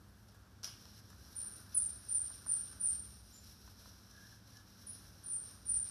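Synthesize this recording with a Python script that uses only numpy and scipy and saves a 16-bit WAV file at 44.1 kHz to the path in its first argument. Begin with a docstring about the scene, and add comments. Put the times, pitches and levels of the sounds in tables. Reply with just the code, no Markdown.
"""Wiping a whiteboard

A felt eraser slaps onto a whiteboard and wipes to and fro, a few metres off in a bare, quiet meeting room.
The felt hisses with each stroke, the board thrums under it, and the eraser's hard edge ticks on the panel.
At the turns it sticks and slips in thin, very high squeaks that the hard walls draw out.
Ventilation rumble and mains hum sit below."""
import sys
import numpy as np
from scipy import signal
from scipy.fft import rfft, irfft
from scipy.io import wavfile

SR = 44100
rng = np.random.default_rng(int(sys.argv[2]) if len(sys.argv) > 2 else 0)


def generate_wav(signal):
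    """Clip the signal to [-1, 1] and save it as 16-bit WAV at the path in sys.argv[1]."""
    frames = np.transpose(np.atleast_2d(signal))
    scaled = np.clip(frames, -1, 1) * 32767
    pcm = np.round(scaled).astype(np.int16)
    wavfile.write(sys.argv[1], SR, pcm)


N = 260190

# Stick-slip squeaks. Each row: start, swell and hold in seconds, peak level in dB, onset in dB below
# the peak, pitch in Hz at the onset, at the peak and at the end, pitch wobble in Hz.
SQUEAKS = [(1.350, 0.022, 0.087, -43, 16, 9390, 9220, 9220, 59),
           (1.743, .012, .004, -30, 14, 9950, 9930, 9870, 45),
           (1.758, 0.018, 0.039, -33.5, 12, 9700, 9000, 9060, 101.6),
           (2.085, 0.066, 0.069, -37, 8, 9120, 9220, 9020, 84),
           (2.460, .055, 0.0398, -35, 12, 9095, 9300, 8930, 79.4),
           (2.691, 0.029, .010, -69, 6.5, 1533, 1560, 1575, 60),
           (2.797, 0.039, 0.063, -34.5, 10.5, 9100, 9400, 9030, 96),
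           (3.322, .020, .035, -62, 14, 7160, 7125, 7130, 32),
           (4.110, 0.056, 0.17, -69.5, 5, 1640, 1670, 1640, 58),
           (4.539, .025, 0.018, -71.5, 6, 1706, 1718, 1720, 45.4),
           (4.862, .010, 0.023, -49, 10, 9450, 9550, 9800, 160),
           (5.235, 0.078, 0.039, -39.5, 17.5, 9370, 9270, 9010, 81.6),
           (5.652, 0.0397, .020, -34.5, 17, 9330, 9200, 9380, 109),
           (5.725, 0.019, .035, -35.5, 12, 9120, 9050, 9100, 80.4)]
# The felt's hiss, riding the speed of the strokes. Each row: time in seconds, level in dB.
STROKE_LEVELS = [(0.8, -66), (1.0, -62), (1.01, -70), (1.54, -62.5), (1.74, -64.5), (1.75, -64),
                 (2.01, -65), (2.11, -64), (2.9, -63.5), (2.92, -60), (3.2, -67.5), (3.51, -64),
                 (3.58, -67.5), (3.68, -63), (3.75, -68), (3.8, -62.5), (4.08, -68), (4.11, -65.5),
                 (4.32, -63.5), (4.44, -74.5), (4.48, -65), (4.55, -65), (4.56, -63.5), (4.66, -72.5),
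                 (4.78, -64.5), (5.05, -63), (5.22, -67), (5.3, -64), (5.37, -69.5), (5.49, -63),
                 (5.61, -70), (5.7, -63.5), (5.79, -62), (5.83, -69.5), (5.87, -58), (5.9, -60.5)]
# Slow faders around the hiss. Each row: time in seconds, board thrum and airy top in dB at median hiss.
LAYER_LEVELS = [(0, -66, -63), (.6, -66, -69.5), (.9, -70.5, -72.5), (1.5, -66, -67.5), (2.1, -69, -71.5),
                (2.8, -67.5, -70), (3.3, -73.5, -69.5), (4.1, -69.5, -71.5), (4.8, -71, -70.5),
                (5.5, -68.5, -71), (5.9, -70.5, -75)]
# Slaps and scuffs, the first slap rattling on. Each row: start in seconds, level in dB,
# decay time constant in ms, panel body in dB against the casing's crack.
KNOCKS = [(.285, -64, 15, -3), (0.345, -78, 18, 15), (.632, -48, 4, -12), (.636, -44.5, 10, -10),
          (.644, -36, 5.2, -17), (0.653, -38, 2.7, -10), (0.675, -51, 5, -3), (1.102, -60, 5.1, 5.5),
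          (2.729, -58, 7, -4), (4.111, -55.5, 5.6, -17), (4.57, -55, 5.5, -16), (5.8644, -67, 6.8, -19)]
# The hard edge meeting the panel. Each row: time in seconds, casing level in dB, panel level in dB.
EDGE_TICKS = [(.8545, -46, -60), (2.303, -60, -55), (3.676, -56, -56), (.32, -64, -75), (.4344, -62, -75),
              (.99, -54, -67), (1.1294, -62, -58), (2.4625, -58, -51), (3.857, -57, -54)]
# What a tick sets ringing. Each row: frequency in Hz, gain in dB, seconds to fall by 60 dB.
CASING_MODES = [(2930, -12, 0.01), (4200, -7.5, 0.0092), (5300, -3, 0.0069), (7440, -13, .008),
                (10100, -22, 0.0045), (12400, -16, .005)]
PANEL_MODES = [(660, -11, 0.052), (860, -14, 0.071), (1014, -1.5, 0.036), (1345, 3.5, 0.011),
               (1524, -7, 0.068), (1780, -10.5, 0.048)]
# Tone colours of the noise layers. Each row: frequency in Hz, relative spectral density in dB.
RASP_COLOUR = [(8000, -20), (9600, 11), (10500, -13), (11100, 0), (11700, -16), (12500, -42)]  # brief high rasp as a squeak swells
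FELT_COLOUR = [(1800, -20.5), (2300, -15.5), (3300, -11), (3800, -8), (4100, -3), (4450, -9.5), (5600, 2.5),
               (6200, -7), (6900, -17.5), (7800, -21), (9000, -30.5)]  # fibres rubbing on enamel
AIRY_COLOUR = [(6500, -24), (8000, -2.5), (10000, 5.5), (11500, 3), (12800, 7.5), (14000, -25.5),
               (15000, -20)]  # the sheen on top of the hiss
THRUM_COLOUR = [(120, -1.5), (250, -3), (500, -8), (900, -13), (1300, -3.5), (1650, -2), (1950, -16),
                (2600, -30.5)]  # the board under the strokes
CRACK_COLOUR = [(1180, -50), (2000, -18.5), (3950, -8.5), (4500, -8.5), (5610, 5.5), (7530, -24.5),
                (9710, -12), (12600, -21), (14200, -32)]  # the casing in a knock
BODY_COLOUR = [(280, -39), (450, 0), (650, 7), (1100, 1.5), (1600, 9.5), (2300, -23), (3000, -6)]  # the panel in a knock
VENT_COLOUR = [(18, -53), (30, -4), (91, -2.5), (117, -2), (144, -9), (207, -6.5), (415, -19.5),
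               (1500, -23.5), (2100, -31.5), (5740, -28.5), (6880, -36), (12800, -38.5), (14200, -31.5)]  # moving air
# The duct's boom. Each row: time in seconds, level in dB.
RUMBLE_LEVELS = [(0, -70), (.8, -68), (1.6, -67.5), (2.6, -63.5), (3.2, -60.5), (4.498, -74), (5.9, -64)]
# Mains hum. Each row: frequency in Hz, rms level in dB, pitch wander in Hz.
HUM_LINES = [(101, -66.5, 2.93), (199.1, -73, 8)]
# Bounces off the nearest walls. Each row: delay in seconds, level in dB against the direct sound.
WALL_ECHOES = [(.014, -3.5), (.025, -6.5)]
# The room's main decay. Each row: frequency in Hz, seconds to fall by 60 dB.
ROOM_DECAY = [(1000, 0.3), (3000, 0.54), (6000, 0.2), (9500, 0.36), (14000, 0.13)]

HOLD_LOSS_DB, RELEASE_S, RELEASE_DB = 10, 0.025, 27  # a squeak sinks while it holds, then lets go
GLIDE_SHARE, ONSET_WOBBLE = 0.626, 0.71  # share of the hold spent gliding; share of wobble at the onset
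HIGH_HZ, RASP_DB, OCTAVE_DB = 8000, -22, -20  # high squeaks get a rasp, lower ones an octave overtone
RASP_AT, RASP_FADE_S = 0.61, 0.017  # the rasp peaks at this share of the swell
LANDS_S, BEFORE_DB = 0.634, -80  # the felt meets the board; hiss level before that
THRUM_FOLLOWS, AIRY_FOLLOWS = 0.45, 1.02  # dB of movement for each dB of the hiss's swing
VENT_DB, RUMBLE_HZ, RUMBLE_WIDTH_HZ, RUMBLE_SWELL_DB = -62.5, 64.8, 24, 1.5
LATE_DB, LATE_STRETCH = -19, 3  # sound caught between the far walls starts weaker and lasts longer
FIRST_ECHO_S, SQUEAK_DRY_DB, KNOCK_SEND_DB, TICK_SEND_DB = 0.0069, -0.5, -5, -12
LOW_CUT_HZ, STOPBAND_HZ = 47.3, 14586


def squeaks():
    """Stick-slip tones: the pitch wobbles, the grip flutters, and the high ones rasp as they swell."""
    t, out = np.arange(N) / SR, np.zeros(N)
    wobble, flutter = drift(117), from_db(3.04 * drift(71))
    rasp = coloured(RASP_COLOUR, N)
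    for start, swell, hold, peak_db, under_db, onset_hz, peak_hz, end_hz, wobble_hz in SQUEAKS:
        stages = start + np.cumsum([0, swell, hold, RELEASE_S])
        on = (t >= start) & (t < stages[-1])
        now, crest = t[on], start + swell
        level_db = peak_db - np.interp(now, stages, [under_db, 0, HOLD_LOSS_DB, HOLD_LOSS_DB + RELEASE_DB])
        glide = np.interp(now, [start, crest, crest + GLIDE_SHARE * hold], [onset_hz, peak_hz, end_hz])
        depth_hz = wobble_hz * np.interp(now, [start, crest], [ONSET_WOBBLE, 1])
        centred_wobble = wobble[on] - np.average(wobble[on], weights=from_db(2 * level_db))
        phase = 2 * np.pi * np.cumsum(glide + depth_hz * centred_wobble) / SR
        if peak_hz > HIGH_HZ:
            edge = from_db(RASP_DB) * rasp[on] * np.exp(-np.abs(now - start - RASP_AT * swell) / RASP_FADE_S)
        else:
            edge = from_db(OCTAVE_DB) * np.sin(2 * phase)
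        grip = np.clip((now - start) / 0.0038, 0, 1)  # builds over a few ms
        out[on] += np.sqrt(2) * from_db(level_db) * flutter[on] * grip * (np.sin(phase) + edge)
    return out


def wiping():
    """Felt fibres hiss on the enamel while the panel thrums under the pressure; grit roughens the hiss."""
    t = np.arange(N) / SR
    grit_db = 0.91 * drift(6.7) + 1.26 * drift(18) + 0.67 * drift(440)
    hiss_db = np.where(t < LANDS_S, BEFORE_DB, np.interp(t, *np.transpose(STROKE_LEVELS)))
    swing_db = hiss_db - np.median(hiss_db)
    times, thrum_fader, airy_fader = np.transpose(LAYER_LEVELS)
    hiss = from_db(hiss_db + grit_db) * coloured(FELT_COLOUR, N)
    airy_db = np.interp(t, times, airy_fader) + AIRY_FOLLOWS * swing_db + grit_db
    airy = from_db(airy_db) * coloured(AIRY_COLOUR, N)
    thrum_db = np.interp(t, times, thrum_fader) + THRUM_FOLLOWS * swing_db + 0.42 * drift(39)
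    return hiss + airy + from_db(thrum_db) * coloured(THRUM_COLOUR, N)


def knocks():
    """The eraser hits the board in short dying bursts: bright crack from the casing, dull panel body."""
    t, out = np.arange(SR // 8) / SR, np.zeros(N)
    for start, level_db, decay_ms, body_db in KNOCKS:
        noise = coloured(CRACK_COLOUR, len(t)) + from_db(body_db) * coloured(BODY_COLOUR, len(t))
        burst = from_db(level_db) * noise * np.exp(-1000 * t / decay_ms)
        at = round(start * SR)
        out[at:at + len(t)] += burst[:N - at]
    return out


def ticks():
    """The hard edge strikes: a sharp click from the casing over a short tock from the panel."""
    times, casing_db, panel_db = np.transpose(EDGE_TICKS)
    return struck(CASING_MODES, times, casing_db) + struck(PANEL_MODES, times, panel_db)


def struck(modes, hits_s, hits_db):
    """Every hit rings every mode, each with a slightly random strength."""
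    out, at = np.zeros(N), np.round(hits_s * SR).astype(int)
    scatter_db = rng.normal(0, 1.3, (len(at), len(modes)))
    for i, (hz, gain_db, t60) in enumerate(modes):
        clicks = np.full(N, 1e-18)
        clicks[at] = (-1) ** i * from_db(hits_db + gain_db + scatter_db[:, i])  # modes alternate polarity
        radius, angle = from_db(-60 / (t60 * SR)), 2 * np.pi * hz / SR
        out += signal.lfilter([0, np.sin(angle)], [1, -2 * radius * np.cos(angle), radius ** 2], clicks)
    return out


def ventilation():
    """A steady bed of air noise with slightly wavering mains hum."""
    out = from_db(VENT_DB + 0.5 * drift(0.6)) * coloured(VENT_COLOUR, N)
    for hz, level_db, wander_hz in HUM_LINES:
        phase = 2 * np.pi * np.cumsum(hz + wander_hz * drift(3.98)) / SR
        out += np.sqrt(2) * from_db(level_db) * np.sin(phase)
    return out


def duct_rumble():
    """Noise booms in one broad duct resonance, swelling slowly."""
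    edges_hz = [RUMBLE_HZ - RUMBLE_WIDTH_HZ / 2, RUMBLE_HZ + RUMBLE_WIDTH_HZ / 2]
    band = signal.butter(2, edges_hz, "band", fs=SR, output="sos")
    boom = unit_rms(signal.sosfilt(band, rng.standard_normal(N + SR))[SR:])
    level_db = np.interp(np.arange(N) / SR, *np.transpose(RUMBLE_LEVELS))
    return from_db(level_db + RUMBLE_SWELL_DB * drift(1.3)) * boom


def near_walls(direct):
    """The direct sound and its two clear early echoes."""
    out = direct.copy()
    for delay_s, level_db in WALL_ECHOES:
        lag = round(delay_s * SR)
        out[lag:] += from_db(level_db) * direct[:-lag]
    return out


def room_tail():
    """Dense echoes of bare walls: half-octave bands of noise, each dying at its own rate; energy 1."""
    t, tail = np.arange(SR) / SR, 0
    for hz in 500 * 2 ** np.arange(0, 5, 0.5):
        band = signal.butter(2, [hz, hz * np.sqrt(2)], "band", fs=SR, output="sos")
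        fall_db = -60 * t / at_hz(ROOM_DECAY, hz * 2 ** 0.25)
        decay = from_db(fall_db) + from_db(LATE_DB + fall_db / LATE_STRETCH)
        tail += signal.sosfilt(band, rng.standard_normal(SR)) * decay
    fade_in = np.clip(t / FIRST_ECHO_S - 1, 0, 1)
    return unit_rms(tail * fade_in) / np.sqrt(SR)


def coloured(colour, size):
    """Noise with the given tone colour, rms 1."""
    hz = np.fft.rfftfreq(size, 1 / SR) + 1
    return unit_rms(irfft(rfft(rng.standard_normal(size)) * from_db(at_hz(colour, hz)), size))


def drift(rate_hz):
    """A smooth random modulator: noise twice through a one-pole low-pass, rms 1."""
    pole = np.exp(-2 * np.pi * rate_hz / SR)
    return unit_rms(signal.lfilter([1], [1, -2 * pole, pole * pole], rng.standard_normal(N + SR))[SR:])


def at_hz(curve, hz):
    """Read a curve along a log-frequency axis."""
    points_hz, values = np.transpose(curve)
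    return np.interp(np.log(hz), np.log(points_hz), values)


def from_db(db):
    return 10 ** (np.asarray(db) / 20)


def unit_rms(x):
    return x / np.sqrt(np.mean(x ** 2) + 1e-20)


def scene():
    """The mix: squeaks, knocks and ticks feed the reverb; wiping and room tone are already diffuse."""
    tail, squeak, knock, tick = room_tail(), squeaks(), knocks(), ticks()
    send = squeak + from_db(KNOCK_SEND_DB) * knock + from_db(TICK_SEND_DB) * tick
    reverb = signal.fftconvolve(send, tail)[:N]
    accents = from_db(SQUEAK_DRY_DB) * near_walls(squeak) + knock + tick
    return (accents + reverb + wiping() + ventilation() + duct_rumble())[None]


def record(dry):
    """The small microphone drops the deep bass; the top is cut steeply."""
    low_cut = signal.butter(4, LOW_CUT_HZ, "high", fs=SR, output="sos")
    high_cut = signal.cheby2(14, 50, STOPBAND_HZ, fs=SR, output="sos")
    return signal.sosfilt(high_cut, signal.sosfilt(low_cut, dry))


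dry = scene()
out = record(dry)
generate_wav(out)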